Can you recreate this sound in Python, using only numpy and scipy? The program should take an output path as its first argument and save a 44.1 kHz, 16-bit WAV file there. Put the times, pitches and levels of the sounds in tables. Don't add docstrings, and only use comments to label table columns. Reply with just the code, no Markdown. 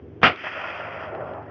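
import sys
import numpy as np
from scipy import signal
from scipy.fft import rfft, irfft, next_fast_len
from scipy.io import wavfile
from scipy.ndimage import uniform_filter1d

SR = 44100
rng = np.random.default_rng(int(sys.argv[2]) if len(sys.argv) > 2 else 0)


def digitize_waveform(pressure):
    field = np.atleast_2d(pressure).T
    bounded = np.clip(field, -1, 1)
    quanta = np.round(bounded * 32767).astype(np.int16)
    wavfile.write(sys.argv[1], SR, quanta)


N = 66150

# frequency in Hz, level in dB.
HUM_PARTIALS = [(85, -50), (107, -49.5), (154, -54.5), (262, -56.5), (303, -57), (391, -53.5)]
# start in seconds, level in dB, T60 in seconds.
LEAD_CRACKS = [(0.2164, -28.5, 0.039), (0.2229, -32, .08), (0.2271, -25.5, .03)]
# centre in Hz, width in Hz, gain in dB.
BLAST_PEAKS = [(208, 10, 4.5), (723, 22, 4), (974, 25, 5), (1245, 15, 10), (1380, 44, -0.5),
               (1315, 18, 5.5), (1388, 48, 7.5), (1860, 17, -0.5), (2160, 60, 1), (2483, 25, 3),
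               (2762, 19, 6.5)]
# time in seconds, level in dB, tilt in dB per octave.
ECHO_CONTOUR = [(.26, -35, -24), (.345, -32, 3.5), (.395, -28.5, 8), (0.431, -33, 7), (.442, -20.5, 2.9),
                (.475, -21, 5), (.503, -27, 5.5), (.565, -22.5, 2.94), (.66, -21, 1), (.77, -27, 1.5),
                (.84, -26, -1), (.93, -29, -1.5), (1.04, -30.5, -2), (1.129, -33.5, -5.5),
                (1.25, -32.5, -10), (1.285, -37, -7), (1.365, -39.5, -7.5), (1.41, -42, -7.5),
                (1.5, -44, -6)]
# start in seconds, level in dB, rise in seconds, centre in Hz.
ECHO_BOOMS = [(.268, -19.5, 0.022, 360), (0.359, -35.5, 0.079, 345), (1.096, -33.5, 0.034, 450),
              (1.195, -38, 0.015, 105), (1.329, -37.5, 0.032, 820)]
# start in seconds, level in dB.
NEAR_TICKS = [(0.36, -16.5), (1.1505, -37), (1.2436, -48), (1.336, -42), (1.429, -50.5)]
# start in seconds, level in dB.
ECHO_SLAPS = [(0.4348, -24.5), (0.4652, -18), (.569, -21), (0.624, -29.5), (0.65, -28.5), (0.7992, -21),
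              (1.025, -25), (1.148, -25.5), (1.2906, -31), (1.358, -34)]
# frequency in Hz, gain in dB.
AIR_SPECTRUM = [(30, -18), (80, -4), (200, -8), (400, -0.5), (600, -12), (1000, -24.5), (1600, -27.5),
                (3000, -35), (4200, -35), (7000, -33)]
CRACK_SPECTRUM = [(60, -5.5), (500, 7), (1700, -2.5), (3200, -7), (7000, -16.5)]
BLAST_SPECTRUM = [(40, -3), (120, -1), (270, -3.5), (470, -2), (730, 1.5), (850, -1), (1050, -4), (1300, 6),
                  (1620, -2.5), (1900, 3), (2250, 1), (2750, -1.5), (3300, -4), (4800, -3), (7000, -26.5)]
ECHO_SPECTRUM = [(50, -17), (130, -11.5), (280, -13), (450, -7.5), (620, 3.5), (700, 0.5), (850, -5),
                 (1200, -2.5), (1410, 3), (1600, -5), (1920, -3), (2250, -9.5), (2560, -5.5), (2950, -14),
                 (3200, -13), (3700, -23), (4300, -22), (4850, -12.5), (7000, -29)]
TICK_SPECTRUM = [(200, -16.5), (2000, -2.5), (4300, 8), (7000, -12.5)]
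MIC_RESPONSE = [(20, -30.5), (38, -12), (62, -2), (100, 0.5), (3250, -1), (3700, -14), (4250, -19.5),
                (4800, -17), (5500, -18), (6300, -20.5), (7100, -35.5)]

BLAST_S, TOP_HZ = 0.231, 7200


def undb(db):
    return 10 ** (np.asarray(db) / 20)


def unit(x):
    return x / np.std(x)


def since(start_s):
    return np.arange(N) / SR - start_s


def colour(x, points, peaks=()):
    size = 2 * next_fast_len(N)
    bin_hz = np.maximum(np.fft.rfftfreq(size, 1 / SR), 1)
    hz, db = np.array(points, float).T
    curve_db = np.interp(np.log(bin_hz), np.log(hz), db)
    for centre_hz, width_hz, gain_db in peaks:
        curve_db += gain_db / (1 + (2 * (bin_hz - centre_hz) / width_hz) ** 2)
    cepstrum = irfft(np.log(undb(curve_db)))
    cepstrum[1:size // 2] *= 2
    cepstrum[size // 2 + 1:] = 0
    return irfft(rfft(x, size) * np.exp(rfft(cepstrum)))[:N]


def lowpass(x):
    return signal.sosfilt(signal.ellip(8, .2, 70, TOP_HZ, fs=SR, output="sos"), x)


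def noise(points, peaks=()):
    return unit(colour(lowpass(rng.standard_normal(N)), points, peaks))


def wander(rate_hz):
    hop = SR // rate_hz
    steps = np.repeat(rng.standard_normal(N // hop + 1), hop)
    return unit(uniform_filter1d(steps, hop)[:N])


def burst(start_s, db, t60_s):
    age_s = since(start_s)
    return (age_s >= 0) * undb(db - 60 * np.maximum(age_s, 0) / t60_s)


def swell(start_s, db, rise_s):
    age = np.maximum(since(start_s), 0) / rise_s
    return undb(db) * age * np.exp(1 - age)


def background():
    warped_s = np.cumsum(1 + 0.04 * wander(rate_hz=9)) / SR
    hum = 0
    for hz, db in HUM_PARTIALS:
        amplitude = np.sqrt(2) * undb(db + wander(rate_hz=14))
        hum += amplitude * np.sin(2 * np.pi * (hz * warped_s + rng.random()))
    return hum + undb(-46) * noise(AIR_SPECTRUM)


def cracks():
    return noise(CRACK_SPECTRUM) * sum(burst(*row) for row in LEAD_CRACKS)


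def blast():
    attack_s, hold_s, thump_hz = 0.00078, 0.038, 198.3
    sag_db_per_s, release_db_per_s = 68.5, 408
    age_s = np.maximum(since(BLAST_S), 0)
    fall_db = sag_db_per_s * np.minimum(age_s, hold_s) + release_db_per_s * np.maximum(age_s - hold_s, 0)
    roar = noise(BLAST_SPECTRUM, BLAST_PEAKS) * np.minimum(age_s / attack_s, 1) * undb(6.5 - fall_db)
    thump = swell(BLAST_S, db=-1, rise_s=0.0043) * np.sin(2 * np.pi * thump_hz * age_s)
    return roar + thump


def rolling_echo():
    arrivals_per_s, spread_db, pivot_hz = 6000, 3, 981
    band_flicker_db, flicker_db = 1.39, 0.51
    t = since(0)
    times_s, levels_db, tilts = np.array(ECHO_CONTOUR).T
    arrivals = (rng.random(N) < arrivals_per_s / SR) * rng.choice([-1, 1], N)
    arrivals = arrivals * undb(spread_db * rng.standard_normal(N))
    spectrum = rfft(unit(colour(lowpass(arrivals), ECHO_SPECTRUM)))
    bin_oct = np.log2(np.clip(np.fft.rfftfreq(N, 1 / SR), 600, 3080) / pivot_hz)
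    centres_oct, step_oct = np.linspace(bin_oct[0], bin_oct[-1], 7, retstep=True)
    tilt_db_per_oct = np.interp(t, times_s, tilts)
    roll = 0
    for centre_oct in centres_oct:
        band = irfft(spectrum * np.maximum(1 - abs(bin_oct - centre_oct) / step_oct, 0), N)
        roll += band * undb(tilt_db_per_oct * centre_oct + band_flicker_db * wander(rate_hz=24))
    level_db = np.interp(t, times_s, levels_db) + flicker_db * wander(rate_hz=30)
    return roll * (t > BLAST_S) * undb(level_db)


def booms():
    step_oct, edge_db = 0.78, -14.5
    out = 0
    for start_s, db, rise_s, centre_hz in ECHO_BOOMS:
        skirt_hz = centre_hz * 2 ** (step_oct * np.array([-3, -1, 0, 1, 3]))
        skirt_db = edge_db * np.array([4, 1, 0, 1, 4])
        out += noise(np.column_stack([skirt_hz, skirt_db])) * swell(start_s, db, rise_s)
    return out


def ticks():
    return noise(TICK_SPECTRUM) * sum(burst(start_s, db, t60_s=0.0093) for start_s, db in NEAR_TICKS)


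def slaps():
    corner_at_1s_hz = 706
    out = 0
    for start_s, db in ECHO_SLAPS:
        corner_hz = min(corner_at_1s_hz / (start_s - BLAST_S) ** 1.3, TOP_HZ)
        air_loss = signal.butter(2, corner_hz, fs=SR, output="sos")
        dulled = signal.sosfilt(air_loss, noise(ECHO_SPECTRUM))
        out += unit(dulled) * swell(start_s, db, rise_s=0.0016)
    return out


def scene():
    return (cracks() + blast() + rolling_echo() + slaps() + booms() + ticks() + background())[None]


def record(dry):
    ceiling, threshold, recovery_db_per_s = 3.87, 0.74, 12.5
    clipped = ceiling * np.tanh(dry[0] / ceiling)
    recovery = undb(recovery_db_per_s * since(0))
    held_peak = np.maximum.accumulate(abs(clipped) * recovery) / recovery
    gain = threshold / np.maximum(held_peak, threshold)
    return lowpass(colour(clipped * gain, MIC_RESPONSE))[None]


dry = scene()
out = record(dry)
digitize_waveform(out)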